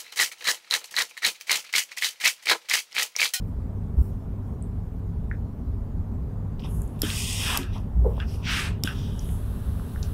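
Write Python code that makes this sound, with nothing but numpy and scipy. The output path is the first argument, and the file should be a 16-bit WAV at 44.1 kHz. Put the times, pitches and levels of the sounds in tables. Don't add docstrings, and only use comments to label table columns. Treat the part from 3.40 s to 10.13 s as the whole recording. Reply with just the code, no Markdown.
import sys
import numpy as np
from scipy import signal
from scipy.fft import rfft, irfft, next_fast_len
from scipy.io import wavfile
from scipy.ndimage import uniform_filter1d, map_coordinates

SR = 44100
rng = np.random.default_rng(int(sys.argv[2]) if len(sys.argv) > 2 else 0)


def persist_wave(psi):
    counts = np.round(np.clip(psi, -1, 1) * 32767).astype(np.int16)
    wavfile.write(sys.argv[1], SR, np.atleast_2d(counts).T)


def elevation(decibels):
    levels = np.asarray(decibels, float)
    return 10 ** (levels / 20)


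N = 296793


def unit(x):
    return x / np.sqrt(np.mean(x ** 2) + 1e-20)


def along(points, hz):
    f, v = np.transpose(points)
    return np.interp(np.log(hz + 1), np.log(f + 1), v)


def spectrum(points):
    return lambda f: elevation(along(points, f))


def resonant(modes, steep):
    def response(f):
        return np.sqrt(sum(elevation(2 * db) / (1 + np.abs(2 * (f - hz) / width) ** steep)
                           for hz, width, db in modes))
    return response


def gains(rows):
    s, *columns = np.transpose(rows)
    t = np.arange(N) / SR
    return np.array([elevation(np.interp(t, s, db, left=-120, right=-120)) for db in columns])


def swells(rows):
    t = np.arange(N) / SR
    total = 0
    for s, hold, rise, fall, db in rows:
        away = np.maximum((s - t) / rise, (t - s - hold) / fall)
        total = total + elevation(db - 30 * np.clip(away, 0, 5))
    return total


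def wobble(rate):
    knots = rng.standard_normal(int(N * rate / SR) + 4)
    return map_coordinates(knots, [np.arange(N) * rate / SR])


def filtered(x, response):
    m = next_fast_len(N + SR // 2)
    return irfft(rfft(x, m) * response(np.fft.rfftfreq(m, 1 / SR)), m)[..., :N]


def rush(response, patchy_db):
    z = signal.stft(rng.standard_normal(N + SR), nperseg=512)[2]
    field = uniform_filter1d(rng.standard_normal(z.shape), size=5, axis=0)
    field = uniform_filter1d(field, size=8, axis=1)
    noise = signal.istft(z * elevation(patchy_db * unit(field)), nperseg=512)[1][:N]
    return unit(filtered(noise, response))


def add(track, s, sound):
    part = track[round(s * SR):][:len(sound)]
    part += sound[:len(part)]


# frequency in Hz, width in Hz, level in dB.
WHOOSH_MODES = [(1280, 190, 6), (1600, 450, 7)]
HOSE_MODES = [(2030, 270, -4.5), (2667, 520, 2)]
CAVITY_MODES = [(3180, 460, 1.5), (3606, 460, -1)]
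VENT_MODES = [(4340, 620, -16.5), (5350, 1260, -9.5)]
SPRAY_MODES = [(6700, 880, 0.5), (8450, 1740, 2)]
TOP_MODES = [(14000, 6600, 0)]
# frequency in Hz, relative level in dB per Hz.
FIZZ_COLOUR = [(8800, -62), (9500, -3), (10200, -2), (11100, 0), (11700, -4), (12150, -1), (13500, -17),
               (15500, -16), (16500, -4)]


def steam_paths():
    hollows = (WHOOSH_MODES, HOSE_MODES, CAVITY_MODES, VENT_MODES, SPRAY_MODES)
    paths = [rush(resonant(modes, steep=6), patchy_db=1.4) for modes in hollows]
    paths.append(rush(lambda f: elevation(along(FIZZ_COLOUR, f) - 5 * (f > 12200)), patchy_db=0.7))
    paths.append(rush(resonant(TOP_MODES, steep=20), patchy_db=-1.0))
    return paths


# time in seconds, flow in dB, vent and spray over it in dB.
BLAST_FLOW = [(3.62, -50, 0.1), (3.627, -49, 0.1), (3.631, -40, -10), (3.66, -42.5, -4), (3.7, -40.5, -1),
              (3.81, -39, 0.6), (3.99, -39, -1), (4.1, -37, -3), (4.172, -40.5, -1), (4.186, -48, 1),
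              (4.236, -57.5, 2.5), (4.3, -88, 0.1)]
BLAST_PATH_DB = (-40, -2.5, -1, -1, 1, -4, -10)
BLAST_BUILDS = (0, 0, 0, 1, 1, 0, 0)


def blast_power():
    flow, vent_spray = gains(BLAST_FLOW)
    return np.array([(elevation(db) * flow * vent_spray ** builds) ** 2
                     for db, builds in zip(BLAST_PATH_DB, BLAST_BUILDS)])


# time of full level in seconds, hold,
# rise and fall in seconds, level in dB.
WHOOSH_SWELLS = [(3.636, 0.084, 0.032, 0.14, -43), (4.06, 0.095, 0.083, 0.21, -37),
                 (4.812, 0.014, 0.041, 0.056, -43), (5.482, 0.031, 0.035, 0.074, -43)]
SPURT_SWELLS = [(3.198, 0.0019, .006, .02, -54), (3.245, 0.011, 0.036, 0.074, -47.5),
                (4.104, 0.017, 0.43, 0.18, -30), (4.336, 0.017, 0.037, 0.11, -49),
                (4.805, 0.02, 0.18, 0.055, -54.5), (5.48, 0.0091, 0.012, 0.066, -41)]
BLEED_SWELLS = [(3.198, 0.007, .006, 0.045, -56), (4.3, .06, .06, .1, -67), (4.82, .03, .02, .1, -65),
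                (4.89, 0.051, 0.05, 0.2, -51), (5.05, .05, .05, .2, -53), (5.46, 0.18, .02, .3, -52.5),
                (5.8, .03, .01, 0.13, -60), (6.635, 0.0091, 0.011, .08, -51)]
SIGH_SWELLS = [(3.632, 0.014, 0.0061, 0.088, -40.5), (4.91, 0.033, .1, 0.1, -65),
               (5.33, 0.076, 0.055, 0.25, -72), (5.45, 0.013, 0.02, .04, -40.5),
               (5.52, 0.14, 0.055, 0.65, -54.5), (5.8, 0.053, .3, .15, -68)]
SIZZLE_SWELLS = [(3.31, 0.055, 0.13, 0.4, -52.5), (4.35, .04, .08, 0.17, -67), (4.912, .05, .1, .15, -59),
                 (5.45, 0.015, 0.03, 0.089, -46), (5.9, 0.033, 0.36, .25, -50.5)]
WHOOSH_PATH_DB = (-0.5, -4, -16, -24, -29, -33, -39)
SPURT_PATH_DB = (-20, -5, -4, -9.5, -21, -18, -26)
BLEED_PATH_DB = (-18, -8, -11, -3.5, -14, -34, -14)
SIGH_PATH_DB = (-8, -11, 1, -20, -11, -20, -20)
SIZZLE_PATH_DB = (-25, -22, -24, -23, -8.5, 0, -15)


def escape_power():
    kinds = [(WHOOSH_SWELLS, WHOOSH_PATH_DB), (SPURT_SWELLS, SPURT_PATH_DB), (BLEED_SWELLS, BLEED_PATH_DB),
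             (SIGH_SWELLS, SIGH_PATH_DB), (SIZZLE_SWELLS, SIZZLE_PATH_DB)]
    return sum(np.outer(elevation(path_db), swells(rows)) ** 2 for rows, path_db in kinds)


# time in seconds, flow in dB.
PUFF_FLOW = [(5.0, -70), (5.02, -73), (5.046, -41), (5.078, -27.5), (5.174, -25.5), (5.266, -32.5),
             (5.36, -59), (5.4, -69)]
# level in dB, then delay in seconds,
# then the power to which the sound follows the flow.
PUFF_PATH_DB = (-10.5, -13.5, -14, -14.5, -17.5, -19.5, -29)
PUFF_DELAY = (0.013, -0.009, -0.029, -0.0095, 0.039, 0.03, .01)
PUFF_POWER = (1.13, 0.68, 1.9, 1.2, 2.2, 2, 1.2)
# frequency in Hz, relative level in dB per Hz.
OPEN_AIR_COLOUR = [(530, -50), (900, -33), (1110, -19), (1210, -14.5), (1510, 0), (1980, -1), (2430, 2),
                   (3120, -2), (9000, -23.5), (11700, -46), (19800, -120)]


def puff():
    flow = gains(PUFF_FLOW)[0]
    power = []
    for db, delay, steep in zip(PUFF_PATH_DB, PUFF_DELAY, PUFF_POWER):
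        shaped = flow * (flow / flow.max()) ** (steep - 1)
        power.append((elevation(db) * np.roll(shaped, round(delay * SR))) ** 2)
    free = flow * elevation(-4) * rush(spectrum(OPEN_AIR_COLOUR), patchy_db=0.0)
    return np.array(power), free


# time of full level in seconds, hold, rise and fall in seconds, level in dB.
GUST_SWELLS = [(3.244, .01, 0.018, 0.17, -48.5), (3.66, 0.033, .05, 0.54, -49.5),
               (4.148, 0.031, 0.34, 0.085, -36), (4.36, 0.0067, 0.038, 0.093, -43.5),
               (5.15, 0.097, 0.51, 0.23, -46.5)]
# frequency in Hz, width in Hz, level in dB.
GUST_MODES = [(795, 520, 1.5), (1045, 290, 5)]


def gusts():
    return swells(GUST_SWELLS) * rush(resonant(GUST_MODES, steep=4), patchy_db=1.6)


# time in seconds, level in dB.
SEEP_LEVEL = [(5.44, -74), (5.47, -54), (5.65, -63), (5.85, -59), (6.06, -53.5), (6.4, -53.5),
              (6.73, -51.5)]
# frequency in Hz, relative level in dB per Hz.
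SEEP_COLOUR = [(650, -25), (1100, -2.5), (1650, -5), (2200, -17.5), (2640, -11.5), (3810, -11), (4720, -18),
               (7140, -20.5), (8540, -13), (9350, -17.5), (11300, -6.5), (12600, -16.5), (15100, -15),
               (16000, -14)]


def seep():
    return gains(SEEP_LEVEL)[0] * rush(spectrum(SEEP_COLOUR), patchy_db=0.6)


def steam():
    puff_power, free_puff = puff()
    power = blast_power() + escape_power() + puff_power
    inside = np.sum(np.sqrt(power) * steam_paths(), axis=0)
    flutter = elevation(0.5 * wobble(40) + 0.5 * wobble(150))
    return seep() + flutter * (gusts() + free_puff + inside)


# time in seconds, level in dB, extra level of the treble modes in dB.
SWITCH_CLICKS = [(3.618, -2, -11.5), (4.1733, -3, -11.5), (5.436, -1.5, -21)]
# frequency in Hz, level in dB, time to fall 60 dB in seconds.
HOUSING_MODES = [(3660, -0.5, 0.0017), (5280, -1.5, 0.0043), (7340, -6, 0.0035), (10400, 11.5, 0.0026),
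                 (11930, 12, 0.0039), (14000, -8, .004)]


def switch():
    out, t = np.zeros(N), np.arange(SR // 40) / SR
    contact = 1 - np.exp(-t / 0.00053)
    bounces = ((0.0006, -2), (0.0018, -8.5), (0.0032, -21.5))
    for s, db, treble_db in SWITCH_CLICKS:
        for delay, bounce_db in bounces:
            ring = 0
            for hz, level, t60 in HOUSING_MODES:
                fade = elevation(level + treble_db * (hz > 9000) - 60 * t / t60)
                ring = ring + fade * np.sin(2 * np.pi * (hz * t + rng.random()))
            crack = 0.2 * elevation(-60 * t / 0.0052) * rng.standard_normal(len(t))
            add(out, s + delay, elevation(db + bounce_db) * contact * (ring + crack))
    return out


# time in seconds, level in dB.
EDGE_CLACKS = [(4.801, -18), (4.8065, -27.5), (5.474, -11.5)]
# frequency in Hz, level in dB, time to fall 60 dB in seconds.
PLATE_MODES = [(1546, -3.5, 0.03), (2800, -3, 0.015), (3320, -3.5, 0.014), (5000, -18, 0.013),
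               (7000, -23, 0.009)]


def clacks():
    out, t = np.zeros(N), np.arange(SR // 10) / SR
    contact = 1 - np.exp(-t / 0.00046)
    for s, db in EDGE_CLACKS:
        ring = sum(elevation(level + 0.88 * rng.standard_normal() - 60 * t / t60) * np.sin(2 * np.pi * hz * t)
                   for hz, level, t60 in PLATE_MODES)
        add(out, s, elevation(db - 4.5) * contact * ring)
    return out


# time in seconds, level in dB, pitch in Hz,
# spread to either side in octaves, time to fall 60 dB in seconds.
METAL_TICKS = [(1.2241, -29, 8620, 0.16, 0.0093), (1.9131, -21.5, 1750, 0.22, 0.024),
               (1.934, -45, 1900, 0.22, 0.027), (1.95, -46, 2000, .25, .03),
               (3.1945, -32.5, 3660, 0.55, 0.011), (3.2214, -36, 2960, 0.25, 0.011),
               (3.2378, -32, 2920, 0.14, 0.011), (3.418, -27, 9400, 0.45, 0.014),
               (3.477, -35, 8200, 0.26, 0.0087), (3.592, -38, 3200, 0.42, 0.011),
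               (3.6295, -22, 7000, 1.05, 0.0092), (3.702, -9, 3070, 0.4, 0.01),
               (4.231, -22.5, 3200, 0.43, 0.011), (4.3804, -38, 5000, 0.4, 0.011),
               (4.646, -26, 624, 0.2, 0.03), (4.7677, -37, 3300, 0.2, 0.0093),
               (4.7686, -37, 9560, 0.23, .006), (4.779, -23.5, 754, 0.49, 0.016),
               (4.9888, -52.5, 5400, 0.5, 0.011), (5.331, -42, 6500, .6, .008),
               (5.7925, -23.5, 6000, 0.23, 0.012), (5.89, -34, 2180, 0.65, 0.015),
               (6.3966, -31, 1190, 0.36, 0.012), (6.56, -28.5, 1600, 0.18, 0.014),
               (6.628, -21.5, 5190, 0.46, 0.018)]


def ticks():
    out, t = np.zeros(N), np.arange(SR // 10) / SR
    peak_s = 0.0012
    contact = np.sin(np.pi / 2 * np.clip(t / peak_s, 0, 1)) ** 2
    for s, db, hz, spread, t60 in METAL_TICKS:
        octaves = spread * np.linspace(-1, 1, num=7) + 0.02 * rng.standard_normal(7)
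        pitch = np.clip(hz * 2 ** octaves, 100, SR / 2.3)[:, None]
        phase = 0.8 * rng.standard_normal((7, 1))
        ring = np.sin(2 * np.pi * pitch * (t - peak_s) + phase).sum(axis=0)
        add(out, s, elevation(db - 13.5 - 60 * t / t60) * contact * ring)
    return out


# time in seconds, level in dB, pitch in Hz, rise in seconds,
# time to fall 60 dB in seconds.
TABLE_BOOMS = [(0.57, -10, 63.3, 0.045, 0.046), (4.545, -14.5, 58.3, 0.052, 1), (4.66, -31, 60, .03, 0.42)]
# time in seconds, level in dB, pitch in Hz,
# time to fall 60 dB in seconds.
DULL_KNOCKS = [(.585, -21.5, 262, 0.064), (3.634, -14, 307, 0.074), (4.192, -22, 267.7, 0.22),
               (5.4469, -15, 210, 0.042)]
# time of full level in seconds, hold, rise and fall in seconds, level in dB.
DRAG_SWELLS = [(4.655, 0.037, 0.011, 0.11, -30)]
# frequency in Hz, width in Hz, level in dB.
DRAG_RESONANCES = [(447, 106, 1), (563, 110, -7.5), (860, 320, -15)]


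def table():
    out, t = np.zeros(N), np.arange(SR // 2) / SR
    for s, db, hz, rise, t60 in TABLE_BOOMS:
        swell = np.clip(t / rise, 0, 1) ** 0.37 * elevation(-60 * np.clip(t - rise, 0, None) / t60)
        add(out, s, elevation(db) * swell * np.sin(2 * np.pi * hz * t))
    for s, db, hz, t60 in DULL_KNOCKS:
        ring = sum(level * np.sin(2 * np.pi * hz * ratio * t)
                   for ratio, level in ((1, 1), (0.65, 0.067), (1.333, 0.57)))
        add(out, s, elevation(db - 60 * t / t60) * ring / 2)
    drag = rush(resonant(DRAG_RESONANCES, steep=4.3), patchy_db=1.5) * elevation(2.5 * wobble(60))
    return out + swells(DRAG_SWELLS) * unit(drag)


# time of full level in seconds, hold, rise and fall in seconds, level in dB.
RUSTLE_SWELLS = [(.085, .01, .2, .1, -67), (.59, 0.071, 0.055, .2, -58.5), (1.074, .06, .15, .1, -72),
                 (3.594, .025, .01, .02, -53), (4.674, .03, 0.29, 0.45, -61)]
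# frequency in Hz, relative level in dB per Hz.
RUSTLE_COLOUR = [(2350, -56), (4000, -20), (4480, -16.5), (5570, -2), (6470, -17), (7010, -5), (10000, -1),
                 (15700, 0.5)]


def rustles():
    grains = elevation(1.1 * wobble(90)) * rush(spectrum(RUSTLE_COLOUR), patchy_db=-0.5)
    return swells(RUSTLE_SWELLS) * unit(grains)


# frequency in Hz, time to fall 60 dB in seconds.
ROOM_DECAY = [(300, 0.82), (2000, 0.086), (10000, 0.16)]


def room(x):
    hz, t, z = signal.stft(rng.standard_normal(SR // 3), SR, nperseg=256)
    fade = elevation(-60 * t / along(ROOM_DECAY, hz)[:, None])
    tail = signal.istft(z * fade, SR, nperseg=256)[1]
    return signal.fftconvolve(np.pad(x, (450, 0)), tail / np.linalg.norm(tail))[:N]


# time in seconds, deep rumble in dB, workshop noise in dB.
WORKSHOP_LEVELS = [(0, -33, -36.5), (1.46, -32.5, -37), (2.59, -29.5, -37), (3.09, -31.5, -35.5),
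                   (3.5, -29.5, -34), (3.92, -33, -36.5), (4.85, -30.5, -35.5), (5.49, -32, -34),
                   (6.73, -30, -36)]
# frequency in Hz, relative level in dB per Hz.
RUMBLE_COLOUR = [(9, -47), (15, -13), (45, -2), (60, -1.5), (72, -1.5), (88, -6), (120, -26), (160, -31),
                 (260, -120)]
MACHINE_COLOUR = [(65, -22), (110, -8), (125, -7.5), (235, -13.5), (279, -17), (297, -25), (387, -24),
                  (418, -27), (982, -35), (1060, -36.5), (4500, -69), (5850, -103), (9900, -120)]
# frequency in Hz, width in Hz, boost in dB.
ROOM_BOOSTS = [(168.3, 5, 7), (224.5, 41, 2), (394.6, 20, 6), (436.5, 29, 5)]


def workshop():
    deep, broad = gains(WORKSHOP_LEVELS)
    rumble = deep * elevation(0.34 * wobble(3.3)) * rush(spectrum(RUMBLE_COLOUR), patchy_db=-1.4)

    def machines(f):
        boost = sum(db / (1 + (2 * (f - hz) / width) ** 2) for hz, width, db in ROOM_BOOSTS)
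        return elevation(along(MACHINE_COLOUR, f) + boost)

    noise = broad * rush(machines, patchy_db=1.23)
    mains_hz, motor_hz, first_dip_s = 99.98, 96.97, 0.19
    mains_rms_db, motor_rms_db = -37, -41
    turn = 2 * np.pi * (np.arange(N) / SR - first_dip_s)
    start = 2 * np.pi * rng.random()
    mains = elevation(mains_rms_db) * np.sin(mains_hz * turn + start)
    motor = elevation(motor_rms_db) * np.sin(motor_hz * turn + start)
    return rumble + noise + np.sqrt(2) * (mains - motor)


def scene():
    snaps, taps = switch(), ticks() + clacks()
    echoes = elevation(-17.0) * room(snaps) + elevation(-9.5) * room(taps)
    return (steam() + snaps + taps + echoes + table() + rustles() + workshop())[None]


def low_pass(x):
    return signal.sosfilt(signal.butter(12, 16650, fs=SR, output="sos"), x)


# frequency in Hz, relative level in dB per Hz.
HISS_COLOUR = [(1760, -7.5), (3000, -2.5), (5420, -5), (11700, -6.5), (15100, -3.5), (16200, -22),
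               (16500, -46)]


def record(dry):
    hiss_db, top_hz = -70.5, 15740
    noisy = dry + elevation(hiss_db) * rush(spectrum(HISS_COLOUR), patchy_db=2.3)
    mix = filtered(noisy, lambda f: 1 / (1 + (f / top_hz) ** 400) + 0.01)
    return low_pass(mix)


dry = scene()
out = record(dry)
persist_wave(out)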